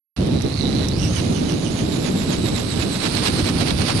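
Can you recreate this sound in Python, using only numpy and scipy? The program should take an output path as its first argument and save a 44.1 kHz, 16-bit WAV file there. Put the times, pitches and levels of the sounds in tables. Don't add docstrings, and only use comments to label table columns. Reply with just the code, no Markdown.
import sys
import numpy as np
from scipy.fft import rfft, irfft, next_fast_len
from scipy.io import wavfile
from scipy.ndimage import map_coordinates

SR = 44100
rng = np.random.default_rng(int(sys.argv[2]) if len(sys.argv) > 2 else 0)


def pcm_store(signal):
    levels = np.round(np.clip(np.atleast_2d(signal), -1, 1) * 32767)
    wavfile.write(sys.argv[1], SR, levels.astype(np.int16).T)


N = 176400
T = np.arange(N) / SR
START_S = .163

# (time [s], speed [turns/s])
FREE_SPEED = [(.17, 90), (.32, 133), (.42, 130), (.56, 148), (.7, 137), (.8, 139), (.9, 130), (1.02, 204),
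              (1.16, 223), (1.5, 227), (1.77, 238), (1.9, 263), (2.05, 261), (2.7, 293), (2.95, 296),
              (3.13, 314), (3.45, 317), (3.78, 337), (4, 342)]
# (time [s], relative rattle level [dB], speed lost [fraction])
STROKES = [(.65, -40, 0.077), (0.846, -30.5, 0.041), (1.06, -30.5, 0.1), (1.193, -23.5, 0.09),
           (1.382, -35, 0.098), (1.519, -30.5, .14), (1.681, -41, 0.13), (1.807, -27.5, .12),
           (1.966, -31, .11), (2.079, -25, 0.15), (2.22, -28, 0.075), (2.338, -22.5, 0.19),
           (2.485, -25.5, 0.082), (2.589, -25, 0.15), (2.728, -28.5, 0.069), (2.828, -22, 0.18),
           (2.955, -26.5, .08), (3.061, -19, 0.12), (3.179, -22, .08), (3.276, -15.5, 0.11),
           (3.396, -21, .08), (3.491, -20.5, 0.14), (3.615, -19, 0.082), (3.704, -20.5, 0.097),
           (3.82, -23, .09), (3.905, -17.5, 0.12), (3.99, -24, 0.075)]


def motor():
    # (speed [turns/s], depth [nepers])
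    throb_depth = [(130, 1.05), (220, .72), (330, .55)]
    loads = np.array([swell(s, rise_s=.032, fall_s=.03) for s, _, _ in STROKES])
    sag = np.array(STROKES)[:, 2] @ loads
    speed = curve(FREE_SPEED) * (1 - sag) * (1 + .00305 * wobble(60))
    angle = 2 * np.pi * np.cumsum(speed) / SR
    depth = along(throb_depth, speed)
    throb = np.exp(depth * np.cos(angle)) / np.sqrt(np.i0(2 * depth))
    return loads.sum(0), angle, throb


def gear_whine(load, angle, throb):
    # (harmonic number, slow level [dB], fast level [dB], load gain when fast [dB])
    harmonics = [(1, -3, -1, 13), (2, 2, 1.5, 6), (3, -11, -1.5, 8), (4, -14, -14, 4)]
    # (frequency [Hz], gain [dB])
    frame_response = [(1200, -22), (2000, -14), (2900, 0), (3400, -7), (3850, 1), (4700, -1), (6400, -2),
                      (8200, -7), (8900, -14), (9600, -2), (10400, -9), (11300, -5)]
    # (time [s], relative level [dB])
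    levels = [(.17, -34.5), (.3, -34.5), (.37, -29.5), (.55, -29.5), (.63, -21.5), (.72, -29.5), (.82, -24),
              (.91, -29.5), (.98, -27.5), (1.06, -25), (1.3, -32), (1.8, -31.5), (2.3, -29), (2.8, -29),
              (3.3, -24.5), (3.6, -29), (4, -26.5)]
    teeth, eccentric_rad, tooth_error_rad, backlash_rad = 14, .7, .32, .2
    pace = np.interp(curve(FREE_SPEED), [175, 225], [0, 1])
    errors = unit(sum(np.cos(k * angle + rng.uniform(0, 2 * np.pi)) / k for k in range(2, 7)))
    mesh_phase = teeth * angle + eccentric_rad * np.sin(angle) + tooth_error_rad * errors
    strain = np.interp(T + .022, T, load) - .5
    tones = 0
    for k, slow_db, fast_db, load_db in harmonics:
        db = slow_db + pace * (fast_db - slow_db + load_db * strain) + 4.3 * wobble(500)
        tones += amp(db) * np.cos(k * (mesh_phase + backlash_rad * wobble(900)))
    return coloured(unit(tones) * throb, frame_response) * amp(curve(levels))


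def wing_rattle():
    # (frequency [Hz], spectral level [dB])
    spectrum = [(150, -6.5), (500, 3.5), (1200, 2), (1800, 3), (2600, 5), (3200, 2.5), (3900, 4.5),
                (5200, 1.5), (7000, -8.5), (8700, -16.5), (11500, -12)]
    strokes = sum(amp(db - 2) * swell(s, rise_s=.051, fall_s=.019) for s, db, _ in STROKES)
    reversals = sum(amp(db - 7) * swell(s, rise_s=.012, fall_s=.012) for s, db, _ in STROKES)
    snaps = reversals * crackle(spectrum, hits_per_s=500, hit_share=.79)
    flutter = amp(1.6 * wobble(150))
    return snaps + strokes * flutter * crackle(spectrum, hits_per_s=2500, hit_share=.6)


def drive_clatter(throb):
    # (time [s], relative level [dB])
    levels = [(.17, -35.5), (.35, -35.5), (.8, -32), (.93, -35.5), (1.2, -32), (1.7, -33.5), (2.3, -32.5),
              (2.8, -32), (3.29, -27), (3.6, -33), (4, -30)]
    # (frequency [Hz], spectral level [dB])
    spectrum = [(150, -60), (600, -3.5), (1200, 2), (1800, -2), (2600, 2), (3200, 1), (3900, 6.5),
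                (5200, 0.5), (7000, -9), (8200, -9.5), (8900, -16.5), (9600, -4), (10500, -9),
                (11400, -11.5)]
    envelope = amp(curve(levels) + 2.5 + .75 * wobble(35)) * unit(throb ** .23)
    return envelope * crackle(spectrum, hits_per_s=3200, hit_share=.59)


def linkage_ticks():
    # (time [s], relative level [dB])
    ticks = [(0.1655, -38), (0.27, -20.5), (0.4204, -12), (0.886, -10.5)]
    # (frequency [Hz], spectral level [dB])
    spectrum = [(1000, 2), (4000, -19), (5500, 18), (7500, 5), (11500, 3.5)]
    decay_s = .002
    envelope = sum(amp(db - 7) * (T >= s) * np.exp(-abs(T - s) / decay_s) for s, db in ticks)
    return envelope * unit(coloured(rng.standard_normal(N), spectrum))


def far_side(scattered):
    # (frequency [Hz], gain [dB])
    shadow = [(300, 3.5), (1100, -2), (2000, -13.5), (3700, -18.5), (5500, -15.5), (7000, -13.5),
              (8200, -3.5), (8900, 7.5), (9400, -5.5), (11500, -57)]
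    return coloured(scattered, shadow)


def wind():
    # (time [s], relative level [dB])
    buffet_levels = [(0.2, -21.5), (0.54, -23.5), (1.02, -18.5), (2.34, -46), (2.36, -25.5), (2.82, -25.5),
                     (2.89, -46), (3.18, -24.5), (3.25, -27.5), (3.45, -18.5), (3.5, -44), (3.52, -26.5),
                     (3.83, -21), (3.86, -38), (3.97, -17), (4.0, -24)]
    rumble_levels = [(0.2, -19.5), (0.38, -19), (0.43, -29), (0.45, -15.5), (0.59, -31), (0.61, -21.5),
                     (1.12, -22), (1.15, -31.5), (1.24, -18), (1.28, -21), (2.62, -21.5), (2.69, -27.5),
                     (2.77, -20), (3.13, -26.5), (3.15, -20), (3.27, -26), (3.29, -20.5), (4.0, -22.5)]
    # (frequency [Hz], spectral level [dB])
    buffet_spectrum = [(12, -60), (25, -25), (40, -12), (70, -1), (110, 0), (160, -6), (260, -22),
                       (600, -50), (3000, -90)]
    rumble_spectrum = [(30, -17), (90, -4), (150, -1.5), (290, -1), (400, -7), (520, -12.5), (800, -21),
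                       (1200, -34.5), (2500, -35), (8000, -72)]
    buffet = amp(curve(buffet_levels) - 3.5) * gusts(buffet_spectrum)
    rumble = amp(curve(rumble_levels)) * gusts(rumble_spectrum)
    fade_in = np.clip((T - START_S) / .036, 0, 1)
    return (buffet + rumble) * fade_in


def gusts(spectrum, lumps_db=1.5, left_lag_s=.0001):
    # (frequency [Hz], correlation [0-1])
    coherence = [(60, 0.99), (130, 0.83), (270, 0.75), (600, 0), (2000, 0)]
    # (frequency [Hz], gain [dB])
    left_gain = [(60, -2.5), (180, 0.5), (350, -6), (700, -2)]

    def mid_side(hz):
        turn = np.arccos(along(coherence, hz)) / 2
        return amp(along(spectrum, hz)) * [np.cos(turn), np.sin(turn)]

    mid, side = filtered(rng.standard_normal((2, N)), mid_side)
    left = coloured(mid + side, left_gain)
    left = filtered(left, lambda hz: np.exp(-2j * np.pi * hz * left_lag_s))
    return unit(np.array([left, mid - side]) * amp(lumps_db * wobble(45)))


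def crackle(spectrum, hits_per_s, hit_share):
    hits = (rng.random(N) < hits_per_s / SR) * rng.standard_normal(N)
    rustle = np.sqrt(1 - hit_share) * rng.standard_normal(N)
    return unit(coloured(np.sqrt(hit_share) * unit(hits) + rustle, spectrum))


def amp(db):
    return 10 ** (np.asarray(db) / 20)


def unit(x):
    return x / np.sqrt(np.mean(x ** 2) + 1e-20)


def along(points, hz):
    freqs, values = np.transpose(points)
    return np.interp(np.log(hz + 1), np.log(freqs + 1), values)


def curve(points):
    return np.interp(T, *np.transpose(points))


def wobble(rate):
    return map_coordinates(rng.standard_normal(N // 4), [T * rate], mode="wrap")


def swell(peak_s, rise_s, fall_s):
    return np.exp(-((T - peak_s) / np.where(T < peak_s, rise_s, fall_s)) ** 2)


def filtered(x, response):
    size = next_fast_len(N + SR // 2)
    return irfft(rfft(x, size) * response(np.fft.rfftfreq(size, 1 / SR)), size)[..., :N]


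def coloured(x, gains):
    return filtered(x, lambda hz: amp(along(gains, hz)))


def scene():
    load, angle, throb = motor()

    def bird():
        return gear_whine(load, angle, throb) + drive_clatter(throb) + wing_rattle() + linkage_ticks()

    direct, scattered = bird(), bird()
    return np.array([far_side(scattered), direct]) + wind()


def record(dry):
    top_hz = 11620
    return filtered(dry * (T > START_S), lambda hz: hz < top_hz)


dry = scene()
out = record(dry)
pcm_store(out)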